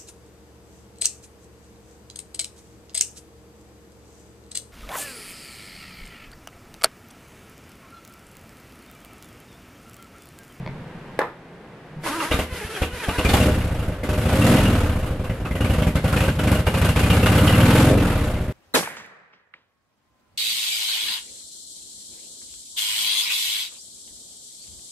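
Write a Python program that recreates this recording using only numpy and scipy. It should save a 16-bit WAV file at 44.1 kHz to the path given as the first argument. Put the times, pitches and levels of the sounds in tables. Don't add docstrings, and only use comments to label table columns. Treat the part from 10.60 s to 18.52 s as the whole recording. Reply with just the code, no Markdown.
import sys
import numpy as np
from scipy import signal
from scipy.fft import rfft, irfft, next_fast_len
from scipy.io import wavfile
from scipy.ndimage import uniform_filter1d

SR = 44100
rng = np.random.default_rng(int(sys.argv[2]) if len(sys.argv) > 2 else 0)


def to_linear_factor(level_db):
    exponent = np.asarray(level_db, float) / 20
    return 10 ** exponent


def dump_mix(stems):
    frames = np.atleast_2d(stems).T
    limited = np.clip(frames, -1, 1)
    pcm = np.round(limited * 32767).astype(np.int16)
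    wavfile.write(sys.argv[1], SR, pcm)


N = 349488


def in_time(rows, edge=None):
    s, *columns = np.transpose(rows)
    return [np.interp(np.arange(N) / SR, s, column, left=edge, right=edge) for column in columns]


def at_hz(points, hz):
    point_hz, value = np.array(points)[:, 0], np.array(points)[:, 1]
    return np.interp(np.log(hz + 1), np.log(point_hz), value)


def bump(s, width):
    return np.exp(-((np.arange(N) / SR - s) / width) ** 2)


def clicks(times, heights):
    train = np.full(N, 1e-18)
    places = (np.asarray(times) * SR).astype(int)
    np.add.at(train, np.clip(places, 0, N - 1), heights)
    return train


def fade(train, seconds):
    return signal.lfilter([1], [1, -np.exp(-1 / (seconds * SR))], train)


def ring(train, hz, t60):
    r, w = to_linear_factor(-60 / (t60 * SR)), 2 * np.pi * hz / SR
    return signal.lfilter([0, np.sin(w)], [1, -2 * r * np.cos(w), r * r], train)


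def lumps(seconds):
    wander = fade(rng.standard_normal(N), seconds)
    return wander / wander.std()


def stereo(mid, side, alike):
    return np.sqrt(1 + alike) * mid + np.sqrt(1 - alike) * side * [[1], [-1]]


# frequency in Hz, likeness from 0 to 1.
EAR_LIKENESS = [(250, .99), (500, .96), (1000, .9), (2000, .58), (4000, .25), (8000, .3), (12000, .2)]


def noise(spectrum):
    size = next_fast_len(N)
    hz = np.fft.rfftfreq(size, 1 / SR)
    mid, side = rfft(rng.standard_normal((2, size)))
    both = stereo(mid, side, np.clip(at_hz(EAR_LIKENESS, hz), 0, 1))
    out = irfft(both * to_linear_factor(at_hz(spectrum, hz)), size)[:, :N]
    return out / out.std()


def room(x):
    t60_s = 0.33
    t = np.arange(int(.6 * SR)) / SR
    mid, side = rng.standard_normal((2, len(t))) * to_linear_factor(-60 * t / t60_s) * (t > .006)
    side = signal.sosfilt(signal.butter(2, 1500, "high", fs=SR, output="sos"), side)
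    tails = (mid + side * [[1], [-1]]) / np.sqrt(np.sum(mid ** 2))
    tails = signal.sosfilt(signal.butter(1, 3500, fs=SR, output="sos"), tails)
    return signal.fftconvolve(np.atleast_2d(x), tails, axes=1)[:, :N]


# time in seconds, peak level in dB.
SNAP = [(0.59, -7)]
# frequency in Hz, level in dB per Hz.
SHOP_AIR = [(18, -36), (30, -10), (98, -10), (161, -1), (280, -9), (486, -7), (554, -12), (801, -13),
            (1320, -18), (1590, -16), (2540, -23), (6210, -40), (11700, -45), (16000, -57)]
# time in seconds, level in dB.
NUDGES = [(0.0, -39), (0.06, -39.5), (0.2, -48), (0.35, -49), (0.5, -51), (1.31, -51), (1.36, -46)]


def shop():
    rub = noise([(20, 0), (80, -8), (150, 10), (260, -8), (1000, -60)])
    nudge_s, nudge_db = np.transpose(NUDGES)
    nudges = uniform_filter1d(fade(clicks(nudge_s, to_linear_factor(nudge_db)), .1), size=600)
    duck_db = -5.5 * fade(clicks([SNAP[0][0]], 1), 1.1)
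    return to_linear_factor(-46.5 + duck_db) * noise(SHOP_AIR) + nudges * rub


# frequency in Hz, level in dB per Hz.
HISS = [(2060, -3.5), (3500, -4.5), (5930, -13), (6450, -11.5), (9620, -11), (11400, -9), (15100, -21.5),
        (15900, -1.5), (16300, -58)]
# time in seconds, peak level in dB.
TICKS = [
    (.063, -30),
    (.076, -29),
    (1.437, -31),
    (1.455, -27),
]
# frequency in Hz, level in dB, time to fall 60 dB in seconds.
TICK_BODY = [(620, -4, .015), (950, -3, .015), (2200, -1, .01), (3400, -8, .006), (4300, -8, .006)]
# frequency in Hz, level in dB per Hz.
COVER = [(120, -44), (200, -10), (263, -12), (623, 6.5), (883, -20), (968, 3), (1320, -23), (1710, 2.5),
         (2250, -14.5), (11900, -48), (16000, -59)]
# seconds after the snap, level in dB.
RATTLE = [(0.015, -35), (0.021, -19), (0.026, -9), (0.037, -40), (.045, -36), (0.059, -38)]
# frequency in Hz, level in dB, time to fall 60 dB in seconds.
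COVER_MODES = [(480, -6, 0.023), (645, 1, 0.022), (830, 6, 0.038), (1090, -10, 0.03), (1670, -24, .02)]


def switches():
    tick_s, tick_db = np.transpose(TICKS)
    soft = signal.sosfilt(signal.butter(2, 4000, fs=SR, output="sos"), clicks(tick_s, to_linear_factor(tick_db)))
    ticks = sum(to_linear_factor(db - 2) * ring(soft, hz, t60) for hz, db, t60 in TICK_BODY)
    (snap_s, snap_db), = SNAP
    after, after_db = np.transpose([(0.00056, 0)] + RATTLE)
    hits = clicks(snap_s + after, to_linear_factor(snap_db + after_db))
    panel = to_linear_factor(-22) * sum(to_linear_factor(db) * ring(hits, hz, t60) for hz, db, t60 in COVER_MODES)
    crack = to_linear_factor(-27.5) * fade(clicks([snap_s], to_linear_factor(snap_db)), 0.0063) * noise(HISS)
    rattle = to_linear_factor(-7.0) * uniform_filter1d(fade(hits, 0.003), size=40) * noise(COVER)
    return ticks + panel + rattle + crack


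# frequency in Hz, level in dB per Hz.
TANK = [(300, -20), (480, -17), (900, 2.5), (1250, 1), (1700, -9), (2600, -19), (6000, -41)]


def afterglow():
    t = np.arange(N) / SR
    struck = fade(clicks([SNAP[0][0] + .012], 0.8), 0.044)
    drone = to_linear_factor(-27) * uniform_filter1d(struck, size=400) * noise(TANK)
    solenoid_s, rise_s = 1.437, .012
    scrape = to_linear_factor(-48) * np.exp(np.minimum(t - solenoid_s, 0) / rise_s) * (t < solenoid_s)
    return drone + scrape * noise(HISS)


def thunk():
    shudder = ring(rng.standard_normal(N), 108, 0.048)
    return to_linear_factor(-48) * fade(clicks([1.455], 0.92), 0.12) * shudder / shudder.std()


# time in seconds, thump level in dB, bark level in dB.
PUFFS = [(1.716, -25.5, -23), (1.745, -24.5, -34), (1.794, -24, -28.5), (1.928, -31.5, -60),
         (2.051, -34, -57), (2.222, -22.5, -27), (2.336, -33, -51), (2.488, -24, -28.5), (2.589, -24, -26)]
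# multiple of the mesh rate, level in dB.
MESH = [(1, -2), (2, -5), (3, -2), (4, -2), (5, -7), (6, -8), (7, -13), (8, -15), (9, -19), (10, -20)]
# frequency in Hz, level in dB per Hz.
GRIND = [(120, -32.5), (200, -16), (232, -4.5), (317, -1), (551, 0.5), (726, -10), (1190, -5.5), (1490, 0),
         (5300, -11), (8000, -14.5), (10900, -9.5), (14900, -27), (16300, -51)]
ENGAGED = (1.438, 2.65)
# time in seconds, share of speed lost.
COMPRESSIONS = [(1.505, .33), (1.638, .24), (1.69, .06), (2.035, .17), (2.11, .05), (2.2, .33),
                (2.475, .27)]
# time in seconds, half length in seconds.
SLACK = [(1.881, 0.041), (2.299, 0.035)]
# time in seconds, change in dB, half length in seconds.
STRAINS = [(1.476, 10, 0.027), (1.54, 5, 0.048), (1.636, 9.5, 0.039), (1.97, 2.5, 0.017),
           (2.09, -5.5, 0.015), (2.173, 3.5, 0.013), (2.376, -1, 0.02), (2.443, 5.5, 0.012),
           (2.552, 3, 0.022)]


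def starter():
    t = np.arange(N) / SR
    cold_hz, free_hz, spin_up_s = 385, 515, .06
    base_hz = free_hz + (cold_hz - free_hz) * np.exp(-np.maximum(t - PUFFS[0][0], 0) / spin_up_s)
    sag_s, recover_s = .05, .045
    sag = sum(lost * np.exp(-np.maximum((s - t) / sag_s, (t - s) / recover_s)) for s, lost in COMPRESSIONS)
    mesh_hz = uniform_filter1d(base_hz * (1 - sag), size=600) * (1 + .034 * lumps(.006))
    strain_db = sum(db * bump(s, half) for s, db, half in STRAINS)
    slack_db = -15.5 * sum(bump(s, half) for s, half in SLACK)
    engaged = uniform_filter1d(1. * (t > ENGAGED[0]) * (t < ENGAGED[1]), size=300)
    phase = 2 * np.pi * np.cumsum(mesh_hz) / SR
    whine = sum(to_linear_factor(db + 4.5 * lumps(.03)) * np.sin(k * phase) for k, db in MESH)
    whine *= to_linear_factor(-46.5 + strain_db + 0.55 * slack_db)
    grind = to_linear_factor(-42.5 + 0.78 * strain_db + slack_db) * noise(GRIND)
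    return engaged * (whine + grind)


# time in seconds, frequency in Hz, level in dB.
KNOCKS = [(1.461, 1040, -34.5), (1.602, 1230, -36), (1.6, 2770, -39.5), (1.709, 2820, -40),
          (1.71, 2070, -49), (1.721, 3690, -38), (2.16, 1570, -43), (2.15, 3240, -45.5), (2.222, 3330, -45),
          (2.435, 1610, -42), (2.436, 3180, -45), (2.545, 1620, -43), (2.58, 2720, -38), (2.59, 1090, -39),
          (2.649, 2420, -31.5), (2.691, 3600, -39), (2.691, 4420, -44), (2.738, 2870, -35.5),
          (2.737, 3420, -41), (2.803, 2780, -36), (2.829, 2880, -48), (2.86, 2900, -49), (3.433, 2060, -44),
          (3.497, 2570, -49), (3.656, 2660, -47), (3.816, 2700, -35), (3.968, 2750, -40),
          (4.053, 2840, -36.5), (4.952, 2940, -48), (5.008, 2850, -40), (5.047, 2370, -42),
          (5.101, 2940, -45), (5.184, 2180, -53), (5.222, 3140, -45), (5.271, 1530, -56),
          (5.356, 1560, -43), (5.442, 2830, -52), (5.527, 1410, -33.5), (5.564, 2520, -40),
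          (5.605, 2610, -36), (5.638, 2900, -48), (5.683, 2800, -46), (5.789, 3030, -44),
          (5.871, 2330, -54), (5.949, 2840, -42), (6.068, 2850, -39), (6.143, 2550, -40),
          (6.247, 2970, -48), (6.365, 2600, -39), (6.432, 2500, -36.5), (6.501, 2810, -31),
          (6.631, 2700, -35), (6.662, 2790, -33.5), (6.785, 2930, -36), (6.876, 2910, -31.5),
          (6.933, 2690, -34), (7.011, 3070, -40), (7.381, 2680, -45)]
# time in
# seconds, frequency in Hz, level in dB.
TAPS = [(2.737, 790, -26.5), (3.654, 1300, -44), (4.332, 1100, -57), (4.44, 1080, -45), (4.643, 1130, -50),
        (4.697, 1980, -47.5), (4.698, 2740, -49.5), (4.855, 1280, -41), (4.853, 2600, -46),
        (4.911, 2050, -44), (4.954, 1970, -44), (5.048, 1110, -45), (5.222, 2200, -46), (5.358, 3330, -51),
        (5.372, 1620, -47), (5.441, 850, -40), (5.482, 1370, -44), (5.575, 1860, -40), (5.682, 1580, -36),
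        (5.79, 1420, -46), (5.872, 2200, -44), (6.068, 855, -34), (6.142, 880, -37), (6.25, 1504, -35),
        (6.362, 1520, -35), (7.298, 487, -28), (7.345, 460, -30), (7.37, 394, -29), (7.53, 2680, -49),
        (7.66, 1510, -49), (7.75, 2100, -49.5)]


def knocks(rows):
    out, t = np.zeros((2, N)), np.arange(int(.1 * SR)) / SR
    for s, hz, db in rows:
        mid, side = rng.standard_normal((2, len(t)))
        shake = stereo(mid, side, .75) * np.exp(-t / 0.019)
        rung = ring(shake, hz, 0.021)
        start = int(s * SR)
        out[:, start:start + len(t)] += to_linear_factor(db) * rung / rung[:, :len(t) // 4].std()
    return out


# time in seconds, four-stroke cycles per second.
SPEED = [(2.652, 9.82), (2.86, 18.17), (3.12, 13.55), (3.38, 8.54), (3.7, 14.22), (3.84, 18.62),
         (3.97, 22.79), (4.23, 17.87), (4.46, 12.84), (4.72, 8.73), (5.02, 10.95), (5.7, 12.78),
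         (6.35, 13.7), (6.97, 18.41), (7.32, 23.34), (7.62, 16.7), (7.92, 12.51)]


def cycles_turned():
    return np.cumsum(in_time(SPEED, edge=0)[0]) / SR


# time in seconds, gas flow as bark level in dB, rear pulse against front in dB.
THROTTLE = [(2.64, -29, -4), (2.74, -28.5, -29), (2.88, -30.5, 5), (2.94, -35, 2), (3.4, -44.5, -7),
            (3.46, -39, 0), (3.94, -26, -8), (4.06, -30, -26), (4.6, -42.5, -17), (4.84, -38, -18),
            (5.02, -38, 8.5), (5.55, -31, -7), (5.8, -35, 7.5), (6.05, -32.5, -2.5), (7.16, -25.5, -1),
            (7.34, -31, 0), (7.48, -30.5, -5), (7.92, -44.5, -11)]


def follow(law):
    speed = in_time(SPEED)[0]
    speed_up = uniform_filter1d(np.gradient(speed) * SR, size=3000)
    base, per_flow, per_speed, per_speed_up = law
    flow_db = in_time(THROTTLE)[0] + 28
    return base + per_flow * flow_db + per_speed * (speed - 15) + per_speed_up * speed_up


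def multiple(cycle, k):
    return -np.cos(2 * np.pi * k * cycle - .12 * (k - 5) ** 2)


STROKE = [2, 4, 5, 6, 7, 9, 11, 12, 14, 16]
STROKE_DB = [-12.5, -13, -2, 0.5, -16.5, 0.5, -6, -2.5, -8, -17]
STROKE_SHUT_DB = [12.5, 10, 3.5, -7.5, -6, -0.5, -6.5, -1.5, -4, -12]
# multiple, level in dB.
PASSING = [(7, 2), (8, -29), (10, -5.5), (11, -6.5), (13, -16), (14, -6.5), (15, -3), (17, 1), (18, -4)]
# frequency in Hz, half width in Hz, level in dB.
PASS_PIPE = [(110, 54, -3.5), (233, 22, -7.5), (304, 12, -4)]
# value at mean flow and speed, then change per dB of flow, per cycle/s, per cycle/s^2 of speed-up.
# Level of the pumping tones, in dB.
PUMP_LAW = (-29.5, 0.75, 0.37, 0.0)
HEAVE_LAW = (-33.5, 0.7, 0.7, 0.0163)
HOWL_LAW = (-48, 0.25, 0.2, 0.036)
SHUT_LAW = (0, 0, 0, -.07)


def pumping():
    cycle, speed, shut = cycles_turned(), in_time(SPEED)[0], follow(SHUT_LAW).clip(0, 1)
    tones = np.zeros(N)
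    for k, db, shut_db in zip(STROKE, STROKE_DB, STROKE_SHUT_DB):
        tones += to_linear_factor(db + shut_db * shut + 2.5 * lumps(.06)) * multiple(cycle, k)
    for k, db in PASSING:
        tuned = sum(to_linear_factor(pipe_db) / (1 + ((k * speed - hz) / width) ** 2) for hz, width, pipe_db in PASS_PIPE)
        tones += to_linear_factor(db - 3.0 * shut) * tuned * multiple(cycle, k)
    heave = to_linear_factor(-8) * np.sin(6 * np.pi * cycle) + np.sin(8 * np.pi * cycle)
    heave *= to_linear_factor(2.5 * lumps(.03))
    howl = ring(rng.standard_normal(N), 525, .045)
    howl *= to_linear_factor(follow(HOWL_LAW)) / howl.std()
    return (to_linear_factor(follow(PUMP_LAW)) * tones + to_linear_factor(follow(HEAVE_LAW)) * heave + howl) * (cycle > 0)


PATCH_HZ = [1500, 5500, 8000, 10000, 12500, 17000]


def patchy(x):
    out = x
    for edges in zip(PATCH_HZ, PATCH_HZ[1:]):
        band = signal.butter(1, edges, "band", fs=SR, output="sos")
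        out = out + (to_linear_factor(1.3 * lumps(.012)) - 1) * signal.sosfilt(band, x)
    return out


# time in seconds, thump change in dB, bark change in dB.
MISFIRES = [(2.652, -2, 0), (2.74, 4, 3.5), (2.771, -22, -3.5), (3.285, 4.5, 2), (3.325, 3, -3.5),
            (3.389, -10, -12), (3.495, 2, 5.5), (3.66, 2, -2), (3.969, -28, 3), (4.01, -19, -6),
            (4.395, 3, -3), (4.553, 6, -10), (4.601, 1, -6), (4.646, 6, -3), (4.701, 1.5, -1.5),
            (4.743, -13, -13), (4.807, -4.5, -14), (4.855, 8, -6.5), (4.914, 0, -5), (4.959, 0, -4.5),
            (5.011, 4, 4.5), (5.049, -0.5, 3.5), (5.101, 4, 4), (5.187, 5, 1), (5.225, 3, 0.5),
            (5.273, 8.5, 3), (5.31, -20, -36), (5.359, 5.5, -2.5), (5.396, -27, -48), (5.447, 4.5, -4),
            (5.483, -8, -3), (5.531, 3, 1.5), (5.568, 10.5, 5), (5.609, 1.5, 4), (5.684, 2, 2),
            (5.719, -6, -42), (5.759, -22, -19), (5.796, -9, 2.5), (5.839, 2, 3), (5.877, 0.5, 7),
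            (5.92, 9, 8), (6.026, -33, -65), (6.071, 1, -1.5), (6.103, -3, -45), (6.145, -8, -2.5),
            (6.219, -1, 6), (6.251, 8, 1), (6.292, 1.5, 6.5), (6.324, -5, -41), (6.364, 0, -1),
            (6.504, 4, 2), (6.571, 0, -0.5), (6.601, 1, -6.5), (6.664, -3, 6), (6.696, 2, -3.5),
            (7.359, 11, -10), (7.526, -22, 0), (7.844, -12, -3.5)]
# time in seconds, level in dB.
SHUTS = [
    (2.88, 14.5),
    (3.99, 11),
    (7.32, 13.5),
]
PULSE_LAW = (-21, 0.63, -0.75, -0.0955)
RING_LAW = (-32.5, -0.5, 0.95, 0.25)
HISS_LAW = (-37.5, 1.1, -0.08, 0.06)
BURST_LAW = (0.51, 0.014, -0.031, 0.00037)


def firings():
    turned = cycles_turned()
    rear = np.tile([0, 1], int(turned[-1]) + 1)
    angle = np.arange(len(rear)) // 2 + 315 / 720 * rear + 1e-6
    rear, angle = rear[angle < turned[-1]], angle[angle < turned[-1]]
    at = np.searchsorted(turned, angle)
    times = at / SR
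    bark_db, rear_db = [curve[at] for curve in in_time(THROTTLE)]
    front_db, hiss_db = follow(PULSE_LAW)[at], follow(HISS_LAW)[at]
    share = follow(BURST_LAW)[at].clip(0, 1)
    sing_db = sum(db * bump(s, 0.025) for s, db in SHUTS)
    pipe_db = (follow(RING_LAW) + sing_db)[at] - front_db - .5 * rear_db * rear
    luck = rng.standard_normal((len(times), 2))
    thump_db = front_db + rear_db * rear + luck[:, 0]
    merged_db = -1.0 * np.maximum(in_time(SPEED)[0][at] - 15, 0)
    thump_db, pipe_db = thump_db + merged_db, pipe_db - .5 * merged_db
    burst_db = 10 * np.log10(np.gradient(times) / .04)
    burst_db += 2.0 * luck[:, 1].clip(-1.3, 1.3) + 2.0 * rear + 2.3
    stall_db = np.zeros(N)
    for when, thump_change_db, bark_change_db in MISFIRES:
        weak = np.argmin(abs(times - when))
        times[weak] = when
        thump_db[weak] += thump_change_db
        burst_db[weak] += bark_change_db
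        burst_db[weak + 1] -= 0.16 * bark_change_db
        gap = slice(at[weak] - 600, at[weak + 1] - 300)
        stall_db[gap] = 0.46 * min(bark_change_db, 0) * np.linspace(0, 1, gap.stop - gap.start) ** 0.12
    stall = to_linear_factor(uniform_filter1d(stall_db, size=100))
    barks, hisses = to_linear_factor(burst_db + bark_db) * share, to_linear_factor(burst_db + hiss_db) * share
    return times, rear, thump_db, pipe_db, barks, hisses, stall


def pull(times, heights, hz):
    u = (np.pi * hz * np.arange(-900, 901) / SR) ** 2
    return signal.oaconvolve(clicks(times, heights), (2 * u - 1) * np.exp(-u), "same")


# frequency in Hz, width in Hz, level in dB.
PIPE = [(238.7, 7.3, -4), (292.7, 13, -7.5), (378, 10.4, -11), (488, 10.6, -12.5), (526, 18, -13),
        (605.6, 9.4, -11.5)]
# delay in seconds, share of a front pulse, share of a rear pulse.
ECHOES = [(0.012, 0.62, 0.42), (0.0185, 0.45, 0.13), (0.0225, 0.26, 0.4), (0.028, 0.25, 0.17),
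          (.0335, .05, .2), (0.043, 0.043, 0.067)]
PULSE_HZ = [114, 106]


def exhaust_thump(times, rear, thump_db, pipe_db):
    cranked = slice(len(PUFFS))
    out = pull(times[cranked], to_linear_factor(thump_db[cranked] - 10), 44.5)
    out += to_linear_factor(-46) * ring(out, 77.2, 0.39)
    for side, hz in enumerate(PULSE_HZ):
        wave = pull(times[rear == side], to_linear_factor(thump_db[rear == side]), hz)
        out += wave
        for delay, *shares in ECHOES:
            lag = int(delay * SR)
            out[lag:] += shares[side] * wave[:-lag]
    out += to_linear_factor(-53) * ring(out, 114, .07)
    kicks = clicks(times - .006, to_linear_factor(thump_db + pipe_db))
    pipe = sum(to_linear_factor(db) * ring(kicks, hz, np.log(1000) / np.pi / width) for hz, width, db in PIPE)
    steep = signal.butter(4, 212, "high", fs=SR, output="sos")
    return out + signal.sosfilt(steep, pipe)


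# frequency in Hz, level in dB, time to fall 60 dB in seconds.
CASE = [(760, -4, 0.04), (1202, 0.5, 0.04), (1533, -1, 0.025), (2080, 1, 0.03), (2400, 2, 0.025),
        (2820, 8, 0.014), (3360, -4, .015)]


def case_clatter(times, barks):
    hits = np.tanh(2 * rng.standard_normal((len(times), 2 * len(CASE))))
    rattle = rng.standard_normal(N)
    out = np.zeros(N)
    for k, (hz, db, t60) in enumerate(CASE):
        late_s = 0.0033 * abs(hits[:, -k - 1])
        shakes = fade(clicks(times + late_s, barks * to_linear_factor(db - 27.5) * hits[:, k]), 0.013)
        out += ring(rattle * shakes, hz, t60)
    return out


# frequency in Hz, level in dB per Hz.
BARK = [(180, -5.5), (300, 4), (344, -6), (385, -4), (517, 0.5), (694, -7), (751, -6), (1020, -10),
        (1520, -8), (1740, -14), (2890, -17.5), (3470, -26), (4500, -34), (5850, -39.5), (9900, -120)]


def engine():
    times, rear, thump_db, pipe_db, barks, hisses, stall = firings()
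    puff_s, puff_db, puff_bark_db = np.transpose(PUFFS)
    times, barks = np.r_[puff_s, times], np.r_[to_linear_factor(puff_bark_db), barks]
    hisses = np.r_[to_linear_factor(puff_bark_db - 11), hisses]
    rear, pipe_db = np.r_[1 + 0 * puff_s, rear], np.r_[-12.0 + 0 * puff_s, pipe_db]
    thump = exhaust_thump(times, rear, np.r_[puff_db, thump_db], pipe_db)
    bark_db, hiss_db = in_time(THROTTLE)[0], follow(HISS_LAW)
    rush = np.clip(1 - follow(BURST_LAW), 0, 1) * stall * (np.arange(N) > 2.64 * SR)
    lull_s = .012
    lull = signal.oaconvolve(clicks(times - .0055 - lull_s / 2, 1), np.hanning(int(lull_s * SR)), "same")
    rush = rush * (1 - .6 * lull.clip(0, 1))
    swell = 1 - np.exp(-1 / (.0008 * SR))
    bark = signal.lfilter([swell], [1, swell - 1], fade(clicks(times - .0045, barks), .022))
    hiss = fade(clicks(times - .004, hisses), 0.046)
    flow = (bark + rush * to_linear_factor(bark_db)) * noise(BARK)
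    flow = flow + (hiss + rush * to_linear_factor(hiss_db)) * patchy(noise(HISS))
    turbulence = to_linear_factor(0.58 * lumps(0.045)) * flow
    return thump + stall ** 0.16 * pumping(), turbulence + case_clatter(times, barks)


def scene():
    thump, turbulence = engine()
    small = signal.sosfilt(signal.butter(4, 230, "high", fs=SR, output="sos"), switches())
    turbulence = turbulence + knocks(KNOCKS)
    wet = to_linear_factor(-18) * thump + to_linear_factor(-7.0) * turbulence.mean(axis=0) + to_linear_factor(-5) * small.mean(axis=0)
    wall = to_linear_factor(-36) * np.roll(thump, int(0.0151 * SR)) * [[1], [-1]]
    background = shop() + small + afterglow() + thunk() + starter()
    return background + thump + wall + turbulence + knocks(TAPS) + room(wet)


def roll_off(x):
    return signal.sosfilt(signal.butter(12, 16480, fs=SR, output="sos"), x)


def record(dry):
    top = signal.cheby2(12, 70, 16300, fs=SR, output="sos")
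    mix = signal.sosfilt(top, 1.366 * np.tanh(dry / 0.66))
    return roll_off(mix)


dry = scene()
out = record(dry)
dump_mix(out)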